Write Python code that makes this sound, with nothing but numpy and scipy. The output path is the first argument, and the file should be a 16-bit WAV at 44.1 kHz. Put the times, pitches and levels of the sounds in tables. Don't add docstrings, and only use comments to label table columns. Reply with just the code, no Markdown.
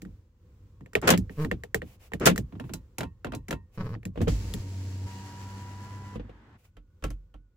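import sys
import numpy as np
from scipy import signal
from scipy.fft import rfft, irfft, next_fast_len
from scipy.io import wavfile
from scipy.ndimage import uniform_filter1d

SR = 44100
rng = np.random.default_rng(int(sys.argv[2]) if len(sys.argv) > 2 else 0)


def wrap_up_sound(samples):
    columns = np.atleast_2d(samples).T
    tamed = np.clip(columns, -1, 1)
    steps = np.round(tamed * 32767).astype(np.int16)
    wavfile.write(sys.argv[1], SR, steps)


N = 333396
TIME = np.arange(N) / SR

LOCK_RUNS = [1.022, 2.205]
# frequency in Hz, relative level in dB.
RUMBLE_SPECTRUM = [(30, -21), (55, -2.5), (125, 6), (160, -9), (220, -2.5), (350, -8), (500, -14),
                   (700, -19.5)]
SCRAPE_SPECTRUM = [(350, -9), (550, -12), (900, 3.5), (1200, -3), (1700, -0.5), (2400, -10), (3200, -12)]
HISS_SPECTRUM = [(1800, 4.5), (2700, 6), (3600, 3), (4500, 6.5), (6000, 3.5), (7800, 2.5), (9000, -7.5),
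                 (11000, 1), (13000, -14), (15500, -11)]


def latches(thump_db=-20):
    # start in seconds, snap in dB, hardness in dB.
    slams = [(1.074, -23, -3.5), (1.078, -19.5, -7), (1.089, -18.5, -9), (1.103, -22.5, 4.5),
             (1.107, -20.5, -17), (1.124, -28, -13.5), (1.136, -26.5, -23), (2.2558, -22.5, 3),
             (2.263, -20.5, 2), (2.2704, -15, -7), (2.284, -25, -9), (2.297, -31, -10), (2.313, -41, -24)]
    # frequency in Hz, relative level in dB, t60 in seconds.
    door_modes = [(53, 2, .35), (178, 3, .18), (235, -5, .12), (520, 0, .08), (615, -3, .07),
                  (1075, -4, .05), (1400, -2, .045), (1650, -1, .04), (3500, -10, .06), (5400, -9, .07),
                  (6350, -8, .07), (7610, -9, .06)]
    starts, snap_db, hardness_db = np.transpose(slams)
    return impacts(starts, snap_db, thump_db, hardness_db, snap_pitch(hardness_db, 1740), door_modes,
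                   boom_db=-9.5, hollow_db=-1.5, trim_hz=456, trim_db=0.5, pan_db=0.5, width=1.1,
                   crack_db=0.5, crack_s=0.006, ping_db=15, ping_s=0.0012, ring=0.91, bloom=0.26)


def switches(relay_lead_s=0.0065):
    # start in seconds, snap in dB, thump in dB, hardness in dB, snap pitch in Hz.
    clicks = [(0.019, -53, -35.5, 0, 2200), (0.051, -54.5, -37, -12, 1540), (0.808, -58, -40, -18, 990),
              (0.8605, -54.5, -54, -14.5, 2120), (0.933, -48.5, -50, -6.5, 1520),
              (0.9527, -19.5, -28.5, -17.5, 2380), (1.1757, -41.5, -19.5, 4.5, 2300),
              (1.2955, -46.5, -38, -28, 1816), (1.448, -37, -25, -12.5, 1830),
              (1.5139, -27.5, -26, -19, 1860), (1.636, -39.5, -49, -10.5, 1900),
              (1.745, -23.5, -29, -9, 1830), (1.8186, -38, -36, -23, 1820), (2.1192, -44, -43, -22, 960),
              (2.135, -33, -28, -12.5, 1970), (2.36, -39, -41, -4.5, 1430), (2.3781, -32, -24.5, -3, 1836),
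              (3.951, -48.5, -36, -26, 1900), (4.031, -55, -62, -15, 2160), (4.053, -44, -27.5, -2, 2454),
              (4.538, -38, -27.5, 0, 3480)]
    # frequency in Hz, relative level in dB, t60 in seconds.
    switch_modes = [(61.83, 4, 0.057), (184, 2.5, 0.15), (410, 1.5, 0.095), (1850, 18.5, 0.026),
                    (2930, -1, .02), (4000, 0.5, .03), (7530, 4, 0.032), (7990, 1, 0.015),
                    (11800, -2.5, 0.017), (14800, -8.5, .05)]
    relay_ticks = [(start - relay_lead_s, -55, -55, 6, 1500) for start in LOCK_RUNS]
    return impacts(*np.transpose(clicks + relay_ticks), switch_modes,
                   boom_db=-1.5, hollow_db=-3, trim_hz=468, trim_db=8.5, pan_db=-1, width=0.89,
                   crack_db=14.5, crack_s=0.0012, ping_db=29.5, ping_s=0.00053, ring=0.85, bloom=0.95)


def lock_motors(run_s=0.066, level_db=-27, mesh_hz=189.5):
    # frequency in Hz, relative level in dB.
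    gear_spectrum = [(47, -40.5), (80, -7), (196, -7), (451, -7.5), (627, -16), (1470, -18.5),
                     (2490, -25.5), (2970, -29), (3780, -37.5), (7950, -45.5), (9470, -53.5),
                     (15000, -62.5)]
    running = sum(gate(start, start + run_s) for start in LOCK_RUNS)
    meshing = 1 + 0.21 * np.sin(2 * np.pi * mesh_hz * TIME)
    return running * undb(level_db) * meshing * noise(gear_spectrum)


def window_motor(start_s=4.28, stop_s=6.16, spin_up_s=0.06, hum_build_s=0.38, run_down_s=0.011):
    # multiple of the shaft rate, relative level in dB.
    hum_orders = [(1, 4.5), (2, -14), (3, -18), (4, -33), (5, -24.5)]
    whine_orders = [(2, -0.5), (8, -12.5), (10, 4.5), (14, -14.5), (17, -15), (20, -11.5), (30, -14)]
    # start in seconds, then the levels of hum, whine, rumble, scrape and hiss in dB.
    positions = [(4.2, -32, -63.5, -45, -61, -49), (5.066, -43, -51, -46.5, -54, -44.5)]
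    since, *levels_db = np.transpose(positions)
    position = np.maximum(np.searchsorted(since, TIME) - 1, 0)
    hum, whine, rumble, scrape, hiss = uniform_filter1d(undb(levels_db)[:, position], size=256, axis=1)
    age = np.maximum(TIME - start_s, 0)
    running = (age > 0) * np.exp(-np.maximum(TIME - stop_s, 0) / run_down_s)
    wobble_hz = 0.45 * np.cos(2 * np.pi * age / 0.41)
    shaft_hz = 92.4 + 3.7 * age + wobble_hz
    shaft_hz *= 1 - 0.2 * np.exp(-age / spin_up_s)
    angle = 2 * np.pi * np.cumsum(shaft_hz * (1 + 0.000753 * drift(25.7))) / SR
    stereo_angle = angle + np.array([[0.03], [-0.03]])
    tones = np.zeros((2, N))
    for orders, gain in ((hum_orders, hum * (1 - np.exp(-age / hum_build_s))), (whine_orders, whine)):
        for order, db in orders:
            waver_db = (0.8 if order in (1, 10) else 2.2) * drift(16)
            tones += gain * undb(db + waver_db) * np.sin(order * stereo_angle)
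    breakaway = undb(9) * np.exp(-age / 0.035)
    grip = undb(-7.5 * age) + breakaway
    drag = undb(0.62 * drift(26)) * (1 + 0.13 * np.sin(angle))
    door_rumble = noise(RUMBLE_SPECTRUM) * rumble
    friction = noise(SCRAPE_SPECTRUM) * scrape + noise(HISS_SPECTRUM) * hiss * grip
    return running * (tones + door_rumble + drag * friction)


def glass_knocks(full_knock_db=-23, boom_loss=0.6):
    # start in seconds, snap in dB, thump in dB, hardness in dB.
    knocks = [(4.157, -53.5, -48, -18), (4.174, -46, -27.5, -21), (4.205, -43.5, -20.5, -21),
              (4.215, -41.5, -24.5, -3), (4.272, -39.5, -19.5, -31), (4.279, -36.5, -23.5, -13),
              (4.315, -62, -28.5, -2), (6.156, -48, -30.5, -18), (6.195, -51.5, -35.5, -30),
              (6.245, -72, -42, -13.5), (6.293, -57.5, -48.5, -19)]
    # frequency in Hz, relative level in dB, t60 in seconds.
    glass_modes = [(51.3, 6, 0.67), (100.7, 2, 0.52), (173, 3, 0.12), (212.6, 3, 0.14), (471, 7.5, 0.056),
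                   (626, -6, 0.02), (1115, -14, 0.12)]
    starts, snap_db, thump_db, hardness_db = np.transpose(knocks)
    boom_db = 5 - boom_loss * np.maximum(full_knock_db - thump_db, 0)
    return impacts(starts, snap_db, thump_db, hardness_db, snap_pitch(hardness_db, 1900), glass_modes,
                   boom_db=boom_db, hollow_db=8.5, trim_hz=488, trim_db=4.5, pan_db=-0.5, width=0.86,
                   crack_db=-26, crack_s=0.0014, ping_db=11, ping_s=0.0013, ring=1.0, bloom=0.31)


def lockout_button():
    # start in seconds, snap in dB, hardness in dB.
    clicks = [(2.524, -55, -25), (2.553, -56.5, -25), (2.598, -41.5, -14), (2.64, -53, -26),
              (2.694, -48.5, -19), (2.7359, -42.5, 7), (2.9831, -36, 1), (3.0066, -33, -10.5),
              (3.0313, -37.5, -14), (3.2457, -34.5, -15.5), (3.268, -43.5, -23), (3.321, -41.5, -15),
              (3.335, -39, -26), (3.349, -47.5, 4.5), (3.4832, -43, -3.5), (3.508, -32, -6),
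              (3.527, -34, -13.5)]
    # frequency in Hz, relative level in dB, t60 in seconds.
    button_modes = [(51.6, -26, 0.26), (170.5, -10, 0.21), (470, -6, 0.03), (912, -1.5, 0.16),
                    (1020, -6.5, 0.17), (1104, -10, 0.16), (1395, 0, 0.075), (1850, -20, 0.31),
                    (2638, -12, 0.15), (2840, -26, 0.14), (3950, -6, 0.097)]
    starts, snap_db, hardness_db = np.transpose(clicks)
    thump_db = -22 + 0.25 * snap_db
    return impacts(starts, snap_db, thump_db, hardness_db, snap_pitch(hardness_db, 2220), button_modes,
                   boom_db=-2.5, hollow_db=-1.5, trim_hz=441, trim_db=-2, pan_db=-1, width=0.84,
                   crack_db=6, crack_s=0.0026, ping_db=23.5, ping_s=0.00048, ring=0.89, bloom=0.55)


def roof_lamp():
    # start in seconds, snap in dB, thump in dB, hardness in dB.
    clicks = [(6.768, -56.5, -53, -13.5), (7.024, -51, -41, -15), (7.039, -33.5, -30.5, -8.5),
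              (7.048, -47, -38, -10), (7.08, -58, -42, -18), (7.1036, -50.5, -45.5, 0),
              (7.341, -57, -50, -17)]
    # frequency in Hz, relative level in dB, t60 in seconds.
    lamp_modes = [(44.1, 18, 0.35), (162, 2, 0.13), (297.7, 3, 0.2), (433, 0, 0.08), (749, -3.5, 0.063),
                  (1095, 1, 0.081), (1345, 4, 0.083), (1720, -7, .06), (3135, -2, .06), (6130, 2, 0.04)]
    starts, snap_db, thump_db, hardness_db = np.transpose(clicks)
    return impacts(starts, snap_db, thump_db, hardness_db, snap_pitch(hardness_db, 2200), lamp_modes,
                   boom_db=13, hollow_db=-0.5, trim_hz=492, trim_db=3, pan_db=-1.5, width=0.75,
                   crack_db=8.5, crack_s=0.0019, ping_db=11.5, ping_s=0.00088, ring=1.05, bloom=0.77)


def finger_rubs(tick_db=-17.5, fade_db_per_s=37, release_s=0.017, scatter_db=9):
    # start, end and attack in seconds, first and last slip rate in Hz, level in dB,
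    # unevenness from 0 to 1.
    strokes = [(1.368, 1.465, 0.026, 154, 148, -21.5, 0.04), (3.77, 3.826, 0.0052, 160, 170, -26.5, .2),
               (3.813, 3.964, 0.0068, 108, 77.3, -30.5, .22)]
    # frequency in Hz, bandwidth in Hz, relative level in dB.
    panel_modes = [(109.5, 12.5, 8), (166.5, 43, 1.5), (290, 47, -17), (427, 20, -4.5)]
    # frequency in Hz, relative level in dB.
    tick_spectrum = [(500, 6), (900, 13), (1400, 11.5), (1950, 4), (2700, -2), (5000, -4.5), (8000, -28),
                     (15000, -41)]
    t = np.arange(SR // 8) / SR
    panel = sum(undb(db) * bandwidth * np.exp(-np.pi * bandwidth * t) * np.sin(2 * np.pi * hz * t)
                for hz, bandwidth, db in panel_modes)
    panel /= np.sqrt(np.sum(panel ** 2))
    tick = noise(tick_spectrum)[:, :len(t)] * (np.exp(-t / 0.00076) + 0.41 * np.exp(-t / 0.0091))
    tick *= np.sin(np.pi / 2 * np.minimum(t / 0.0006, 1)) ** 2
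    tick /= np.sqrt(np.sum(tick ** 2, axis=1, keepdims=True))
    out = np.zeros((2, N))
    for start, end, attack_s, first_hz, last_hz, db, uneven in strokes:
        age = np.clip(TIME - start, 0, end - start)
        slip_hz = first_hz * (last_hz / first_hz) ** (age / (end - start))
        contact = np.minimum(age / attack_s, 1) * np.clip((end - TIME) / release_s, 0, 1)
        grip = contact * undb(db - fade_db_per_s * age)
        slip_count = np.floor(np.cumsum(slip_hz * np.maximum(1 + uneven * drift(90), 0.1)) / SR)
        slip_size = grip * undb(scatter_db * uneven * drift(110)) * np.sqrt(SR / slip_hz)
        slips = np.diff(slip_count, prepend=0) * slip_size
        out += signal.oaconvolve(slips, panel)[:N]
        out += signal.oaconvolve([slips * undb(tick_db + 3 * drift(130))], tick, axes=1)[:, :N]
    return out


def finger_slides():
    # start and end in seconds, level in dB.
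    slides = [(1.29, 1.404, -60.5), (1.375, 1.48, -51.5), (1.819, 1.975, -60), (1.99, 2.099, -57),
              (2.62, 2.8, -64.5), (3.713, 3.957, -63.5), (6.568, 6.711, -67.5)]
    # frequency in Hz, relative level in dB.
    skin_spectrum = [(500, 9), (1500, -1), (2500, 6), (4000, -2.5), (7500, -4.5), (11000, -1),
                     (15000, -6.5)]
    contact = sum(gate(start, end, fade_s=0.029) * undb(db) for start, end, db in slides)
    return noise(skin_spectrum) * undb(2 * drift(49)) * contact


def cabin_noise(air_db=-59.5):
    # frequency in Hz, relative level in dB.
    air_spectrum = [(15, -45), (25, -22), (43, -9), (64, -10), (103, -7), (115, -17), (219, -25),
                    (450, -34), (488, -27.5), (637, -47), (1060, -42), (1670, -47.5), (15000, -60.5)]
    # start and end in seconds, level in dB.
    handling = [(-0.1, 0.38, -50), (0.2, 4.2, -56), (1.0, 1.74, -49), (2.3, 3.01, -49), (4.12, 4.74, -35)]
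    handling_power = sum((gate(start, end, fade_s=0.23) * undb(db)) ** 2 for start, end, db in handling)
    return noise(air_spectrum) * np.sqrt(undb(air_db) ** 2 + handling_power) * undb(1.2 * drift(6))


def open_window(start_s=6.17, end_s=6.585):
    # low, middle and high noise level in dB.
    levels_db = (-54.5, -60.5, -81)
    spectra = RUMBLE_SPECTRUM, SCRAPE_SPECTRUM, HISS_SPECTRUM
    hall = sum(noise(spectrum) * undb(db) for spectrum, db in zip(spectra, levels_db))
    return gate(start_s, end_s, fade_s=0.025) * hall


def whistles(waver=0.012):
    # start and end in seconds, frequency in Hz, level in dB.
    tones = [(.6, 4.2, 1087, -84), (6.58, 7.56, 1464, -84)]
    out = np.zeros(N)
    for start, end, hz, db in tones:
        phase = 2 * np.pi * np.cumsum(hz * (1 + waver * drift(120))) / SR
        out += gate(start, end) * undb(db + 2 * drift(28)) * np.sin(phase)
    return out


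def impacts(starts, snap_db, thump_db, hardness_db, snap_hz, modes, boom_db, hollow_db, trim_hz, trim_db,
            pan_db, width, crack_db, crack_s, ping_db, ping_s, ring, bloom):
    # lower and upper edge in Hz, rise and t60 in seconds, side share.
    bands = [(46, 123.5, 0.016, 0.38, .08), (111.1, 310, 0.0097, .17, 0.34), (324, 760, 0.0047, .075, 0.93),
             (870.4, 3300, 0.0027, 0.099, 0.93), (3520, 13000, .0006, 0.093, 1.0)]
    t = np.arange(SR // 3) / SR
    starts, snap_db, thump_db, hardness_db, snap_hz = np.broadcast_arrays(
        starts, snap_db, thump_db, hardness_db, snap_hz)
    band_db = [thump_db + boom_db, thump_db, snap_db + hollow_db - 0.14 * hardness_db,
               snap_db, snap_db + hardness_db]
    scatter = rng.standard_normal((len(starts), 2))
    sounds = np.zeros((2, len(starts), len(t)))
    for k, (low_hz, high_hz, rise_s, t60, side_share) in enumerate(bands):
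        age = t if k < 2 else t[:len(t) * 3 // 4]
        swell = 1 - np.exp(-age / (rise_s * bloom))
        envelope = swell * 1000 ** (-age / (t60 * ring))
        if k > 2:
            envelope += undb(crack_db) * np.exp(-age / crack_s) * (1 - np.exp(-age / 0.00052))
        white = rng.standard_normal((len(starts), 2, len(age))).transpose(1, 0, 2)
        bandpass = signal.butter(3, [low_hz, high_hz], "band", fs=SR, output="sos")
        part = signal.sosfilt(bandpass, white * envelope) * np.sqrt(SR / 2 / (high_hz - low_hz))
        for hz, db, mode_t60 in modes:
            home_band = sum(hz >= higher[0] for higher in bands[1:])
            if k == home_band:
                detune = 1 + 0.008 * rng.standard_normal((len(starts), 1))
                part += undb(db) * swell * 1000 ** (-age / mode_t60) * ringing(hz * detune, age)
        if k == 2:
            part += undb(trim_db) * envelope * ringing(trim_hz * (1 + 0.06 * scatter[:, :1]), age)
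        if k == 3:
            part += undb(ping_db) * (age / ping_s) * np.exp(-age / ping_s) * ringing(snap_hz[:, None], age)
        part /= np.sqrt(np.sum(part ** 2, axis=-1, keepdims=True) / (SR / 100))
        part[1] *= side_share * width
        sounds[:, :, :len(age)] += part * undb(band_db[k][:, None])
    out = np.zeros((2, N))
    for start, pan, mid, side in zip(starts, pan_db + 0.75 * scatter[:, 1], *sounds):
        stereo = np.array([mid + side, mid - side]) * undb([[pan / 2], [-pan / 2]])
        first = int(start * SR)
        out[:, first:first + len(t)] += stereo[:, :N - first]
    return out


def snap_pitch(hardness_db, hz, db_per_octave=24):
    return hz * 2 ** (hardness_db / db_per_octave)


def ringing(hz, t):
    phase = 2 * np.pi * hz * t
    return np.array([np.sin(phase), -np.cos(phase)])


def noise(spectrum, wide_hz=1700):
    size = next_fast_len(N)
    hz = np.arange(size // 2 + 1) * SR / size + 1e-3
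    knots_hz, db = np.transpose(spectrum)
    gain = undb(np.interp(np.log(hz), np.log(knots_hz), db))
    gain *= np.minimum(hz / knots_hz[0], 1) ** 2 * np.minimum(knots_hz[-1] / hz, 1) ** 3
    mid, side = rfft(rng.standard_normal((2, N)), size) * gain
    width = np.minimum(hz / wide_hz, 1)
    channels = np.array([mid + width * side, mid - width * side]) / np.sqrt(1 + width ** 2)
    stereo = irfft(channels, size)[:, :N]
    return stereo / np.sqrt(np.mean(stereo ** 2))


def drift(rate_hz):
    knots = rng.standard_normal(4096)
    return 1.6 * np.interp(TIME * rate_hz, np.arange(len(knots)), knots)


def gate(start, end, fade_s=0.0069):
    return np.clip((TIME - start) / fade_s, 0, 1) * np.clip((end - TIME) / fade_s, 0, 1)


def undb(db):
    return 10 ** (np.asarray(db) / 20)


def scene():
    return (switches() + lock_motors() + latches() + lockout_button() + finger_slides() + finger_rubs()
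            + glass_knocks() + window_motor() + roof_lamp() + cabin_noise() + open_window() + whistles())


def record(dry, cutoff_hz=16200):
    # frequency in Hz, gain in dB.
    response = [(20, -1.5), (4000, -3.5), (7800, -0.5), (9200, -12), (10800, -2), (13300, -11),
                (15000, 8.5), (16200, -7.5)]
    hz, db = np.transpose(response)
    grid_hz = np.linspace(0, SR / 2, 257)
    taps = signal.firwin2(65, grid_hz, undb(np.interp(grid_hz, hz, db)), fs=SR)
    heard = signal.oaconvolve(dry, [taps], mode="same", axes=1)
    return signal.sosfilt(signal.ellip(8, 0.2, 70, cutoff_hz, fs=SR, output="sos"), heard)


dry = scene()
out = record(dry)
wrap_up_sound(out)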